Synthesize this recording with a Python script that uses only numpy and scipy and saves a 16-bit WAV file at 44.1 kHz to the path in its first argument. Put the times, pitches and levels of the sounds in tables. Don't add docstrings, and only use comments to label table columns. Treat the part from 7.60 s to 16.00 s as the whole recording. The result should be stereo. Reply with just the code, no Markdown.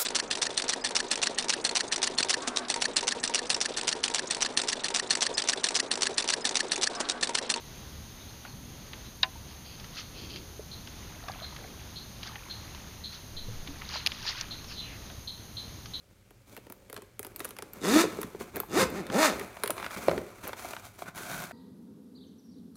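import sys
import numpy as np
from scipy import signal
from scipy.fft import rfft, irfft
from scipy.io import wavfile
from scipy.ndimage import uniform_filter1d

SR = 44100
rng = np.random.default_rng(int(sys.argv[2]) if len(sys.argv) > 2 else 0)


def digitize_waveform(pressure):
    field = np.atleast_2d(pressure).T
    bounded = np.clip(field, -1, 1)
    quanta = np.round(bounded * 32767).astype(np.int16)
    wavfile.write(sys.argv[1], SR, quanta)


N = 370440
TIME, HZ = np.arange(N) / SR, np.fft.rfftfreq(N, 1 / SR)


def gain_of(db):
    return 10 ** (np.asarray(db) / 20)


def unit_rms(x):
    return x / np.sqrt(np.mean(x ** 2) + 1e-20)


def unit_peak(x):
    return x / abs(x).max()


def curve(points):
    hz, db = np.transpose(points)
    return gain_of(np.interp(np.log(HZ + 1), np.log(hz + 1), db))


def resonance(hz, width):
    return 1 / (1 + (2 * (HZ - hz) / width) ** 2)


def colour(x, gain):
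    return irfft(rfft(x) * gain, N)


def noise(gain):
    return unit_rms(colour(rng.standard_normal(N), gain))


def band(x, hz, spread, order=2):
    return signal.sosfilt(signal.butter(order, [hz / spread, hz * spread], "band", fs=SR, output="sos"), x)


def add(mix, start, sound):
    part = mix[max(round(start * SR), 0):][:len(sound)]
    part += sound[:len(part)]


def envelope(start, length, attack, release):
    t = TIME - start
    return np.clip(t / attack, 0, 1) * np.exp(-np.maximum(t - length, 0) / release)


def decay(t, t60):
    return np.exp(-np.log(1000) * t / t60)


def ring(t, hz, t60):
    return np.sin(2 * np.pi * hz * t) * decay(t, t60)


def burst(t, hz, spread, t60, order=2):
    return unit_peak(band(rng.standard_normal(len(t)) * decay(t, t60), hz, spread, order))


def glide(hz, width_hz):
    carrier = np.exp(2j * np.pi * np.cumsum(hz) / SR)
    flutter = resonance(0, width_hz)
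    return (carrier * (noise(flutter) + 1j * noise(flutter))).real


def crowd(hz, per_s, cycles, spread, size_db, hiss, rise=0):
    grains = np.zeros(N)
    for when, pitch, size in rng.random((int(per_s * N / SR) + 1, 3)):
        grain_hz = hz * spread ** (2 * pitch - 1)
        life = np.arange(0, 1, grain_hz / (SR * cycles))
        turns = cycles * life * (1 + rise * life / 2)
        shape = np.sqrt(life * grain_hz / hz) * np.exp(-np.log(100) * life) * (1 - life)
        strength = gain_of(-size_db * np.log(size + .023))
        add(grains, when * N / SR, strength * shape * np.sin(2 * np.pi * turns))
    return unit_rms(unit_rms(grains) + hiss * unit_rms(band(rng.standard_normal(N), hz, spread)))


# frequency in Hz, relative level in dB.
MARSH_AIR = [(12, -36), (20, 0), (112, -3.5), (259, -11), (414, -16), (456, -17.5), (766, -20),
             (910, -21.5), (1280, -21.5), (1420, -23), (2820, -24), (3700, -22), (5490, -26), (6370, -22.5),
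             (7200, -28.5), (9360, -86), (15800, -120)]

def marsh_air(level_db=-47.5, swell_db=1.02, low_cut_hz=27):
    breeze = noise(1 / (1 + (HZ / 3) ** 4))
    low_cut = HZ ** 3 / (HZ ** 3 + low_cut_hz ** 3)
    return gain_of(level_db + swell_db * breeze) * noise(curve(MARSH_AIR) * low_cut)


# centre in Hz, width in Hz, level in dB.
FAR_BANDS = [(71.2, 5.3, -56.5), (108.6, 9.2, -59.5), (173, 16, -65), (215, 10.6, -67), (950, 340, -68.5),
             (4350, 1200, -67), (6350, 460, -59.5)]

def engine_and_insects():
    return sum(gain_of(db) * noise(resonance(hz, width)) for hz, width, db in FAR_BANDS)


# start in seconds, length in seconds, pitch in Hz, glide in Hz per second.
BIRD_NOTES = [(.67, .035, 4130, 4500), (.84, .085, 4680, -6300)]

def far_bird(level_db=-61):
    out = np.zeros(N)
    for start, length, hz, slope in BIRD_NOTES:
        pitch = hz + slope * np.clip(TIME - start, 0, length)
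        out += envelope(start, length, attack=.015, release=.01) * glide(pitch, width_hz=56)
    return gain_of(level_db) * out


# start in seconds, level in dB, pitch in Hz.
ANIMAL_CHIPS = [(.60, -57, 3700), (1.445, -56, 3950), (2.371, -48, 4180), (3.114, -45.5, 4160),
                (3.822, -42.5, 4130), (4.358, -42.5, 4180), (4.898, -40.5, 4190), (5.438, -40, 4150),
                (5.766, -41.5, 4100), (6.353, -42, 4150), (6.908, -40, 4140), (7.175, -39.5, 4060),
                (7.674, -38.5, 4110), (7.968, -38.5, 4100), (8.336, -37, 4040)]
# multiple of the pitch, width in Hz, relative level in dB.
ANIMAL_VOICE = [(1., 280, 3.5), (.89, 270, -3), (.81, 230, -7.5)]

def animal_chips(length_s=.032, pulse_hz=290, jitter=.25, rough=.38, lift=.014, trim_db=-.5):
    out, t = np.zeros(N), np.arange(2600) / SR
    for start, db, hz in ANIMAL_CHIPS:
        wander, size, rasp = rng.standard_normal((3, len(t)))
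        rate = pulse_hz * (1 + jitter * unit_rms(uniform_filter1d(wander, 150)))
        onsets = np.diff(np.floor(np.cumsum(rate) / SR), prepend=-1).clip(0)
        pulses = onsets * gain_of(np.where(t > 0, 3 * size, 1))
        drive = (unit_rms(pulses) + rough * rasp) * (t < length_s)
        voice = sum(gain_of(part_db) * unit_rms(band(drive, k * hz, 1 + width / (2 * k * hz)))
                    for k, width, part_db in ANIMAL_VOICE)
        bend = np.exp(2j * np.pi * np.cumsum(lift * hz * (t / length_s - .5)) / SR)
        chip = unit_rms((signal.hilbert(voice) * bend).real) * np.sqrt(length_s / t[-1])
        add(out, start, gain_of(db + trim_db) * chip)
    return out


def reeds(call, early_t60=.33, late_t60=1., late_db=-9, wet_db=-2.5, delay_s=.012):
    t = np.arange(SR) / SR
    fade = decay(t, early_t60) + gain_of(late_db) * decay(t, late_t60)
    stems = rng.standard_normal(SR) * (rng.random(SR) < .1)
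    echoes = stems * fade * (t > delay_s)
    return call + gain_of(wet_db) * signal.fftconvolve(call, echoes / np.linalg.norm(echoes))[:N]


# start in seconds, length in seconds, level in dB.
AIR_PUFFS = [(5.68, .39, -39.5), (6.45, .75, -55)]

def rod_waft(gust_hz=12):
    stir = sum(gain_of(db) * envelope(start, length, attack=.2, release=.09)
               for start, length, db in AIR_PUFFS)
    return stir * noise((HZ / gust_hz) ** 2 / (1 + (HZ / gust_hz) ** 4))


# start in seconds, length in seconds, level in dB, centre in Hz.
HULL_WASHES = [(.86, .28, -52, 180), (2.54, .3, -53.5, 300), (3.97, .14, -53.5, 360)]

def washes(spread=1.4):
    out = np.zeros(N)
    for start, length, db, hz in HULL_WASHES:
        murmur = unit_rms(band(rng.standard_normal(N), hz, spread))
        out += gain_of(db) * envelope(start, length, attack=.03, release=.06) * murmur
    return out


# crest time in seconds, level in dB,
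# building and dying times in seconds, bubble pitch in Hz.
HULL_SLOSHES = [(.865, -51, .02, .04, 910), (3.72, -48.2, .2, .37, 1120), (4.68, -50.8, .035, .44, 1380),
                (6.355, -44, .13, .1, 1550), (6.73, -44.5, .1, .16, 1750)]

def gurgles(spray_db=-5.5, spray_hz=3500):
    bubbles, water = np.zeros(N), np.zeros(N)
    for crest, db, building, dying, hz in HULL_SLOSHES:
        surge = gain_of(db) * np.exp(np.minimum((TIME - crest) / building, (crest - TIME) / dying))
        bubbles += surge * crowd(hz, per_s=220, cycles=14, spread=1.9, size_db=3.5, hiss=.5, rise=.1)
        water += surge
    spray = water * crowd(spray_hz, per_s=70, cycles=10, spread=1.45, size_db=3.8, hiss=.4)
    return bubbles + gain_of(spray_db) * spray


# start in seconds, level in dB, pitch in Hz, t60 in seconds.
HULL_LAPS = [(1.755, -43, 900, .08), (2.993, -32.5, 423, .057), (2.994, -33.5, 600, .035),
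             (3.683, -28.5, 1140, .03), (3.686, -32, 1640, .03), (3.697, -20, 770, .016),
             (4.759, -36.5, 815, .031), (5.882, -31.5, 109, .23), (5.884, -38, 483, .049),
             (6.086, -39, 278, .19), (6.355, -32.5, 630, .034), (6.653, -28, 930, .017)]

def laps(rise=.34, attack_s=.0012):
    out, t = np.zeros(N), np.arange(SR // 4) / SR
    for start, db, hz, t60 in HULL_LAPS:
        add(out, start, gain_of(db) * ring(t, hz * (1 + rise * t), t60) * (1 - np.exp(-t / attack_s)))
    return out


# contact time in seconds, relative level in dB.
KNOCK_CONTACTS = [(1.6305, 1.5), (1.6314, -4), (1.6325, 3)]
# frequency in Hz, relative level in dB, t60 in seconds.
BOAT_MODES = [(651, -20, .18), (759, -17, .19), (880, -13, .07), (1022, -9, .125), (1150, -19, .06),
              (1515, -16, .09), (1705, -2, .04), (1841, -8, .04), (2003, -14, .04), (2080, -11, .04),
              (2532, -9, .055), (2788, -2, .05), (3075, -8, .035), (3505, -11, .05), (3767, 3, .034),
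              (4060, 2, .02), (4617, -9, .05), (5064, -6, .028)]

def knock(crack_db=-14, ring_db=-21, rattle_db=-28, rattle_hz=1600, low_cut_hz=430):
    out, t = np.zeros(N), np.arange(SR // 3) / SR
    for start, db in KNOCK_CONTACTS:
        add(out, start, gain_of(db + crack_db) * burst(t, hz=3900, spread=1.23, t60=.0048))
    modes = sum((-1) ** k * gain_of(db) * ring(t, hz, t60) for k, (hz, db, t60) in enumerate(BOAT_MODES))
    rattle = unit_rms(band(rng.standard_normal(len(t)), rattle_hz, spread=2, order=4)) * decay(t, t60=.07)
    add(out, KNOCK_CONTACTS[1][0], gain_of(ring_db) * modes + gain_of(rattle_db) * rattle)
    return signal.sosfilt(signal.butter(3, low_cut_hz, "high", fs=SR, output="sos"), out)


# fastest moment in seconds, half length in seconds,
# level in dB.
ARM_STROKES = [(2.386, .026, -40.8), (4.665, .024, -45), (5.545, .032, -46.8), (6.352, .034, -38.7),
               (6.55, .08, -47), (6.686, .028, -35), (6.785, .027, -42), (7.118, .013, -43)]
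# frequency in Hz, gain in dB.
RUB_SPECTRUM = [(500, 8), (1900, -2.5), (2300, -5), (2650, -1), (3300, 0), (4000, 3), (4650, 5),
                (5400, 0.5), (6600, 1.5), (8000, -6), (12000, -30)]

def rubs(trim_db=-.5, soft_hz=2250, soft_db=-5.5, hard_hz=3300, brighten=.2, steepness=1.65):
    speed = np.sqrt(sum(gain_of(db) ** 2 / (1 + ((TIME - fastest) / half) ** 2) ** steepness
                        for fastest, half, db in ARM_STROKES))
    soft, hard = (crowd(hz, per_s=500, cycles=16, spread=1.9, size_db=2.3, hiss=.85)
                  for hz in (soft_hz, hard_hz))
    slips = speed * (gain_of(soft_db) * soft + (speed / speed.max()) ** brighten * hard)
    return gain_of(trim_db) * colour(slips, curve(RUB_SPECTRUM))


# start in seconds, length in seconds, level in dB.
REEL_TURNS = [(1.87, .05, -55), (2.04, .11, -53), (2.54, .11, -48.5), (2.69, .08, -47.3)]
# centre in Hz, width in Hz, relative level in dB.
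REEL_BODY = [(2550, 400, -7), (3200, 450, -5), (4500, 1000, -3)]

def reel(ticks_per_s=1600, size_db=2.5):
    ticks = (rng.random(N) < ticks_per_s / SR) * gain_of(size_db * rng.standard_normal(N))
    body = sum(gain_of(db) * resonance(hz, width) for hz, width, db in REEL_BODY)
    turning = sum(gain_of(db) * envelope(start, length, attack=.02, release=.03)
                  for start, length, db in REEL_TURNS)
    return turning * unit_rms(colour(ticks, body))


def cast(start=7.06, length=.29, level_db=-47.5, top_hz=5900, slowing_s=.275, fade_db_per_s=13):
    t = np.maximum(TIME - start, 0)
    level = gain_of(level_db - fade_db_per_s * t) * envelope(start, length, attack=.04, release=.025)
    return level * glide(top_hz * np.exp(-t / slowing_s), width_hz=1150)


# start in seconds, level in dB, centre in Hz.
TACKLE_CLICKS = [(.850, -34.5, 1500), (1.3331, -28.5, 2620), (2.198, -35, 3800), (2.242, -37.5, 3300),
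                 (2.7595, -29.5, 3700), (3.273, -33.5, 3400), (3.683, -30.5, 3400), (3.9635, -33, 3000),
                 (4.631, -28, 3100), (4.7563, -30, 2000), (5.148, -35.5, 3400), (6.074, -28.5, 2900),
                 (6.219, -30.5, 2000), (6.4628, -11, 3600), (6.471, -11.5, 3300), (6.518, -25, 3080),
                 (6.6935, -23, 3800), (6.8107, -18.5, 4070), (7.043, -37, 3500), (7.50, -36, 2400),
                 (8.258, -32, 3820)]

def tackle_clicks(trim_db=-.7, edge_db=-15, thud_db=-19.5, hardest_t60=.012, t60_s_per_db=.001):
    out, t = np.zeros(N), np.arange(SR // 12) / SR
    hardest_db = max(db for _, db, _ in TACKLE_CLICKS)
    for start, db, hz in TACKLE_CLICKS:
        softer_db = hardest_db - db
        snap = burst(t, hz, spread=1.54, t60=hardest_t60 + t60_s_per_db * softer_db, order=3)
        edge = gain_of(edge_db - 1.1 * softer_db) * burst(t, hz=10500, spread=1.11, t60=.01)
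        thud = gain_of(thud_db + .55 * softer_db) * burst(t, hz=1150, spread=1.9, t60=.05)
        add(out, start, gain_of(db + trim_db) * (snap + edge + thud))
    return out


def scene():
    marsh = marsh_air() + engine_and_insects() + far_bird() + reeds(animal_chips())
    water = washes() + gurgles() + laps()
    aboard = rod_waft() + knock() + rubs() + reel() + cast() + tackle_clicks()
    mono = marsh + water + aboard
    return np.array([mono, mono])


# frequency in Hz, relative level in dB.
MIC_HISS = [(4820, -28), (8200, -0.5), (8750, 3.5), (11300, 1.5), (14700, -6.5), (15300, -7.5)]
# frequency in Hz, gain in dB.
MIC_RESPONSE = [(20, 0), (6700, 0.5), (7200, -4.5), (7600, -21), (8000, -72.5), (8250, -7.5), (16000, 6)]

def record(dry, hiss_db=-57, top_hz=15350):
    hiss = gain_of(hiss_db) * noise(curve(MIC_HISS))
    coloured = colour(dry + hiss, curve(MIC_RESPONSE))
    low_pass = signal.firwin(511, top_hz, window=("kaiser", 9), fs=SR)
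    return signal.oaconvolve(coloured, low_pass[None], "same")


dry = scene()
out = record(dry)
digitize_waveform(out)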